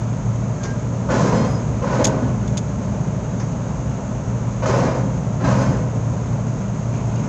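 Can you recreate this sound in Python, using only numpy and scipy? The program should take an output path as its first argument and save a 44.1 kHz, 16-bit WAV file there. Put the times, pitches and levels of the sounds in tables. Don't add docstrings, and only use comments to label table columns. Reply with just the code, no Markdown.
import sys
import numpy as np
from scipy import signal
from scipy.fft import rfft, irfft, next_fast_len
from scipy.io import wavfile
from scipy.ndimage import uniform_filter1d

SR = 44100
rng = np.random.default_rng(int(sys.argv[2]) if len(sys.argv) > 2 else 0)


def digitize_waveform(pressure):
    field = np.atleast_2d(pressure).T
    bounded = np.clip(field, -1, 1)
    quanta = np.round(bounded * 32767).astype(np.int16)
    wavfile.write(sys.argv[1], SR, quanta)


N = 321048
TIME = np.arange(N) / SR


def from_db(db):
    return 10 ** (np.asarray(db) / 20)


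def rms_one(x):
    return x / np.sqrt(np.mean(x ** 2) + 1e-20)


def unit_energy(x):
    return x / np.sqrt(np.sum(x ** 2) + 1e-20)


def at_hz(points, hz):
    table = np.array(points)
    return np.interp(np.log(hz + 1e-9), np.log(table[:, 0]), table[:, 1])


def butter(x, hz, kind, order=2):
    return signal.sosfilt(signal.butter(order, hz, kind, fs=SR, output="sos"), x)


def add(track, s, sound):
    start = round(s * SR)
    track[start:start + len(sound)] += sound[:N - start]


def convolve(force, response):
    return signal.fftconvolve(force, response)[:N]


def drift(rate_hz):
    size = N // 40
    hz = np.fft.rfftfreq(size, 40 / SR)
    slow = irfft(rfft(rng.standard_normal(size)) / (1 + (hz / rate_hz) ** 2))
    return np.interp(TIME, np.linspace(0, N / SR, len(slow)), rms_one(slow))


def noise(spectrum):
    size = next_fast_len(N)
    hz = np.fft.rfftfreq(size, 1 / SR)
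    lowest_hz, highest_hz = spectrum[0][0], spectrum[-1][0]
    top_end = 1 / (1 + (hz / highest_hz / 1.1) ** 8)
    bottom_end = 1 / (1 + (.7 * lowest_hz / (hz + 1)) ** 4)
    colour = from_db(at_hz(spectrum, hz)) * top_end * bottom_end
    white = rfft(rng.standard_normal(size))
    return rms_one(irfft(white * colour, size)[:N])


def decay(t60, length_s):
    return from_db(-60 * TIME[:round(length_s * SR)] / t60)


def chatter(per_s, t60, spread_db):
    fade = decay(t60, .5)
    touches = rng.random(len(fade)) < per_s / SR
    strength = from_db(spread_db * np.clip(rng.standard_normal(len(fade)), -2, 2))
    force = touches * strength * rng.choice([-1, 1], len(fade))
    force[0] = from_db(spread_db)
    return unit_energy(force * fade)


# (time [s], strength [dB], clang over the soft part [dB], rattle over the soft part [dB],
#  deck boom [dB], flap note [Hz], note level [dB])
WHEEL_BLOWS = [ (1.086, -31, 7.5, -9.5, -28, 1500, -30), (1.100, -29, 11.5, 6.5, -42, 575, -19.5),
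               (1.134, -24.5, -3, 4, -30, 396, -23), (1.178, -29, 3.5, 7.5, -28, 1027, -24),
               (1.213, -21.5, -13, -0.5, -40, 550, -24), (1.240, -27.5, -7, -2, -36, 275, -20),
               (1.263, -23, -6, -2, -36, 472, -23), (1.322, -20.5, -4, -3, -27, 533, -19),
               (1.354, -26, -4.5, -6, -39, 535, -26.5), (1.392, -32, -2, -8, -31.5, 270, -25),
               (1.440, -30, 0, 2, -45, 269, -28), (1.818, -32.5, 6, -11, -32, 573, -28),
               (1.840, -32.5, 6.5, -14, -33.5, 583, -29), (1.868, -30.5, 8, -6.5, -40, 398, -27),
               (1.900, -28.5, -0.5, 0, -34.5, 1480, -29), (1.925, -30.5, 6.5, 2.5, -38, 515, -24),
               (1.957, -29, 1.5, 1, -34, 275, -26), (1.987, -32.5, 13, 1, -33, 519, -22),
               (2.001, -23, -10.5, -21, -28.5, 563, -22), (2.047, -26, 1, -18, -31.5, 252.3, -20),
               (2.092, -28, -3.5, -20, -26, 533, -27), (2.152, -29.5, -6.5, -16, -27.5, 251, -23),
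               (2.222, -29.5, -1, -15, -27, 246, -15), (4.622, -31.5, 11, -14, -25.5, 1474, -32),
               (4.655, -28.5, 8.5, 9.5, -32.5, 632, -22), (4.682, -28, 7, 1.5, -30, 399, -22),
               (4.735, -22, -2.5, -5, -26.5, 571, -17), (4.757, -26, -4, 1, -36, 405, -27),
               (4.788, -23.5, -8, -7, -31, 554, -28), (4.828, -26.5, 5.5, -1.5, -27.5, 560, -30),
               (4.872, -29, -1.5, -15, -24.5, 600, -32), (4.938, -27, -7.5, -5, -36, 267, -25),
               (4.976, -35.5, -13, -9, -24, 257, -22), (5.402, -36, 12, -8.5, -40, 538, -27),
               (5.438, -32.5, 15, 3, -16.5, 1262, -28), (5.472, -29.5, 8, 6, -32, 991, -30),
               (5.510, -28.5, 4.5, 3.5, -21, 964, -26), (5.536, -30.5, 0, -4, -26, 958, -23),
               (5.580, -26, -2, 0.5, -30, 545, -19), (5.607, -29.5, 5, 2.5, -30, 257, -28),
               (5.643, -33, -5, -9, -21.5, 253, -30), (5.686, -35, -6, -4, -31.5, 580, -31),
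               (5.722, -34, 2.5, -4, -34, 245, -26)]
# (frequency [Hz], share of energy [dB], decay time T60 [s])
FLAP_MODES = [(262, -7, .5), (402, -4, .5), (500, -8, .4), (535, -3.5, .45), (572, -6.5, .45),
              (635, -4, .55), (835, -10, .5), (910, -10, .4), (966, -6.5, .5), (1040, -6, .6),
              (1135, -12, .6), (1259, -9, .65), (1472, -12, .6), (1518, -14, .6), (1605, -16, .7),
              (2155, -18, .7), (2390, -27, .6), (2810, -26, .7), (3154, -25, .7), (3770, -31, .6),
              (4250, -27, .7), (5048, -25, .8), (6200, -26, .5), (7235, -25, .6)]
# (frequency [Hz], share of energy [dB], decay time T60 [s])
DECK_MODES = [(60, -8, 0.71), (87, -7.5, 0.46), (108.3, -6.5, 1), (127.45, 4.5, 0.81), (143.4, -3, 0.36),
              (155.5, -4, 1), (182.7, -3.5, 0.88), (192.4, -13, 0.57), (198.8, -1.5, 1), (240.2, -12, 0.36),
              (270.1, -2, 0.73)]
FLAP_COUNT, FLAP_DETUNE = 4, .004


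def ramp():
    flaps, weight, notes = np.zeros((FLAP_COUNT, N)), np.zeros(N), np.zeros(N)
    for k, blow in enumerate(WHEEL_BLOWS):
        s, strength_db, clang_db, rattle_db, boom_db, note_hz, note_db = blow
        force = edge_echo(chatter(per_s=130, t60=.15, spread_db=7))
        soft = butter(force, 740, "low", order=1)
        firm = butter(force, 3000, "low", order=1)
        loose_edges = butter(chatter(per_s=200, t60=.26, spread_db=3.0), 2700, "high", order=1)
        contact = soft + from_db(clang_db) * (firm - soft) + from_db(rattle_db) * loose_edges
        add(flaps[k % FLAP_COUNT], s, from_db(strength_db) * contact)
        add(weight, s, from_db(boom_db) * chatter(per_s=240, t60=0.44, spread_db=6.5))
        add(notes, s, from_db(note_db) * flap_note(note_hz))

    clang = from_db(39) * sum(convolve(flap, crowded_modes()) for flap in flaps)
    tunings = 1 + FLAP_DETUNE * np.linspace(-1, 1, FLAP_COUNT)
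    ring = from_db(28.5) * sum(convolve(flap, ringing(FLAP_MODES, tuning))
                               for flap, tuning in zip(flaps, tunings))
    boom = from_db(36.0) * convolve(weight, ringing(DECK_MODES))
    return butter(clang + ring + notes + boom, 8400, "low", order=10)


EDGE_ECHO_S, EDGE_ECHO_SHARE = .004, 0.55


def edge_echo(force):
    lag = round(EDGE_ECHO_S * rng.uniform(.5, 1.5) * SR)
    returned = np.pad(force, (lag, 0))[:len(force)]
    return unit_energy(force + EDGE_ECHO_SHARE * returned)


NOTE_ATTACK_S, NOTE_T60_S = .028, .28
NOTE_WAVER_HZ = 9.8


def flap_note(hz):
    fade = decay(NOTE_T60_S, .5) * (1 - decay(NOTE_ATTACK_S, .5))
    waver = rms_one(butter(rng.standard_normal(len(fade)), 60, "low"))
    pitch = hz + NOTE_WAVER_HZ * waver
    return fade * np.sin(2 * np.pi * (np.cumsum(pitch) / SR + rng.random()))


# (frequency [Hz], relative density [dB per Hz])
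PLATE_COLOUR = [(150, 14.5), (250, 4.5), (340, 1), (550, 3.5), (720, -0.5), (830, -4.5), (990, -2.5),
                (1300, -10.5), (1520, -11), (2100, -17.5), (3400, -26.5), (5200, -24.5), (6400, -19),
                (7800, -28), (8400, -73.5)]
# (frequency [Hz], decay time T60 [s])
PLATE_DECAY = [(150, 1.22), (600, 0.99), (2000, 0.74), (7000, 0.33)]


def crowded_modes():
    wash = noise(PLATE_COLOUR)[:2 * SR]
    spectrum, hz = rfft(wash), np.fft.rfftfreq(len(wash), 1 / SR)
    edges = 90 * 2. ** np.arange(8)
    direct = 1.76 * decay(0.066, 2) * (1 - decay(0.008, 2))
    out = 0
    for low, high in zip(edges, edges[1:]):
        centre = np.sqrt(low * high)
        band = irfft(spectrum * ((hz >= low) & (hz < high)))
        build_up = 1 - decay(0.029 + 0.0082 * centre / 5000, 2)
        tail = build_up * decay(at_hz(PLATE_DECAY, centre), 2)
        out = out + band * unit_energy(direct / (1 + (centre / 2000) ** 2) + tail)
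    return unit_energy(out)


def ringing(modes, tuning=1):
    t = TIME[:2 * SR]
    out = 0
    for k, (hz, db, t60) in enumerate(modes):
        mode = unit_energy(decay(t60, 2) * np.sin(2 * np.pi * hz * tuning * t))
        out = out + (-1) ** k * from_db(db) * mode
    return unit_energy(out)


# (time [s], relative level [dB])
CLANK_BLOWS = [(0.636, -25), (3.398, -30.5)]
# (frequency [Hz], relative density [dB per Hz])
CLANK_COLOUR = [(200, -15), (350, 12.5), (600, -7.5), (950, -1), (1400, -6.5), (2400, -14.5), (3500, -24),
                (6300, -8), (8000, -34)]


def clanks():
    force = np.zeros(N)
    for s, db in CLANK_BLOWS:
        add(force, s, from_db(db) * chatter(per_s=420, t60=0.056, spread_db=-2.5))
    body = noise(CLANK_COLOUR)[:SR] * decay(0.21, 1) * (1 - decay(0.0032, 1))
    return from_db(30.5) * convolve(force, unit_energy(body))


# (time [s], relative level [dB], low-pass corner of the force [Hz])
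SNAP_BLOWS = [(.633, -33.5, 7600), (.655, -42, 7600), (2.042, -24, 12200), (2.045, -16.5, 12200),
              (2.051, -16, 12300), (2.055, -25, 12400), (2.069, -25.5, 12000), (2.477, -39.5, 8700),
              (2.571, -28.5, 8850), (2.577, -25.5, 11000), (3.4, -45, 7500), (7.157, -43, 7400)]
# (frequency [Hz], bandwidth [Hz], relative level [dB])
SNAP_RESONANCES = [(2250, 960, -8), (3500, 270, -0.5), (4560, 2200, -8), (6560, 300, 11.5), (7000, 930, 2),
                   (12000, 460, 1.5)]


def snaps():
    force = np.zeros(N)
    for s, db, top_hz in SNAP_BLOWS:
        tail = unit_energy(rng.standard_normal(SR // 2) * decay(0.17, .5))
        crack = chatter(per_s=2200, t60=.045, spread_db=5)
        add(force, s, from_db(db) * butter(crack + from_db(-16) * tail, top_hz, "low", order=18))
    body = 0
    for k, (hz, width_hz, db) in enumerate(SNAP_RESONANCES):
        resonance = signal.lfilter(*signal.iirpeak(hz, hz / width_hz, fs=SR), force)
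        body = body + (-1) ** k * from_db(db) * resonance
    return from_db(35.5) * butter(butter(body, 1600, "high"), 6240, "low", order=3)


# (time [s], length [s], pitch [Hz], rms level at the height of the swell [dB])
STEEL_SQUEAKS = [(.58, .19, 1606, -41), (1.33, .13, 5046, -47), (1.465, .15, 5046, -49),
                 (1.32, .16, 4235, -52.5), (1.34, .14, 3150, -51), (1.37, .16, 2159, -50.5),
                 (4.78, .19, 5046, -53), (4.78, .12, 4245, -56), (5.53, .24, 5046, -55),
                 (1.245, .1, 10900, -67), (1.44, .13, 11000, -66), (4.68, .17, 10900, -64.5),
                 (5.49, .27, 10900, -64)]


def squeaks():
    out = 0
    for s, length_s, hz, db in STEEL_SQUEAKS:
        progress = np.clip((TIME - s) / length_s, 0, 1)
        swell = np.sqrt(np.maximum(np.sin(np.pi * progress), 0))
        pitch = hz + 9 * drift(80)
        tone = np.sqrt(2) * np.sin(2 * np.pi * np.cumsum(pitch) / SR)
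        out = out + from_db(db + 2.7 * drift(35)) * swell * tone
    return out


# (time [s], rms level at the peak [dB])
TYRE_SCUFFS = [(6.94, -47.5), (7.17, -52)]
# (frequency [Hz], relative density [dB per Hz])
SCUFF_COLOUR = [(1500, -10), (2400, 11), (3500, -3), (6500, -2), (8000, -38)]
SCUFF_ATTACK_S, SCUFF_RELEASE_S = 0.016, 0.15


def scuff():
    grip = 0
    for s, db in TYRE_SCUFFS:
        rise, fall = (s - TIME) / SCUFF_ATTACK_S, (TIME - s) / SCUFF_RELEASE_S
        grip = grip + from_db(db) * np.exp(-np.maximum(rise, fall))
    return grip * from_db(1.0 * drift(40)) * noise(SCUFF_COLOUR)


# (time [s], rms level [dB])
DRONE_LEVEL = [(0, -25.5), (1.0, -25.5), (2.3, -24.5), (3.1, -27.5), (4.3, -26), (5.2, -22), (6.2, -25.5),
               (7.28, -25.5)]
# (frequency [Hz], rms level [dB], depth of waver [0-1])
ENGINE_TONES = [(46.8, -42, 0.5), (57.5, -42.5, 0.8), (63.8, -37.5, 0.8), (149, -32.5, 0.46),
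                (174.6, -35.5, 0.5), (197.6, -34, 0.54), (246, -50, 0.8)]
DRONE_HZ, DRONE_WAVER = 116.3, 0.41


def engine():
    drone_db = np.interp(TIME, *np.transpose(DRONE_LEVEL))
    out = 0
    for hz, db, waver in [(DRONE_HZ, drone_db, DRONE_WAVER), *ENGINE_TONES]:
        phase = 2 * np.pi * (hz * TIME + rng.random()) + waver * drift(5.0)
        strength = np.exp(0.8 * waver * drift(8.3))
        out = out + from_db(db) * rms_one(strength * np.sin(phase))
    return out


# (frequency [Hz], relative density [dB per Hz])
RUMBLE_COLOUR = [(25, -39.5), (38, -24), (58, -11), (82, -2.5), (105, -4), (130, 2), (165, -3.5), (195, -4),
                 (250, -5.5), (330, -16), (400, -13), (470, -15), (620, -12.5), (680, -16), (780, -20.5),
                 (930, -18.5), (1045, -20.5), (1110, -26), (2000, -45.5)]
# (frequency [Hz], relative density [dB per Hz])
AIR_COLOUR = [(700, 1), (1300, 9), (1800, 1), (2400, -1), (3400, -7.5), (5000, -10), (5800, -4), (6500, 5),
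              (7100, -1.5), (8000, -12.5), (9000, -45.5)]
# (time when loudest [s], rise of the rumble [dB])
CAR_PASSES = [(1.6, 2), (5.2, 0.1), (7.3, 2.5)]
PASS_WIDTH_S, PASS_HISS_SHARE = 0.19, 0.63
RUMBLE_DB, HISS_DB = -26, -42


def car_deck():
    swell_db = sum(db / (1 + ((TIME - s) / PASS_WIDTH_S) ** 2) for s, db in CAR_PASSES)
    rumble = from_db(RUMBLE_DB + swell_db + .5 * drift(2.5)) * noise(RUMBLE_COLOUR)
    hiss = from_db(HISS_DB + PASS_HISS_SHARE * swell_db + .5 * drift(32)) * noise(AIR_COLOUR)
    return rumble + hiss


def scene():
    return (ramp() + clanks() + snaps() + squeaks() + scuff() + engine() + car_deck())[None]


CUTOFF_HZ = 13400


def record(dry):
    x = butter(dry, 33, "high", order=4)
    ceiling_db = -5.5
    over = np.maximum(20 * np.log10(np.abs(x) + 1e-9) - ceiling_db, 0)
    fall = 150 * TIME
    held = np.maximum.accumulate(over + fall, axis=-1) - fall
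    x = x * from_db(-uniform_filter1d(held, size=45))
    return signal.sosfilt(signal.cheby2(12, 70, CUTOFF_HZ, fs=SR, output="sos"), x)


dry = scene()
out = record(dry)
digitize_waveform(out)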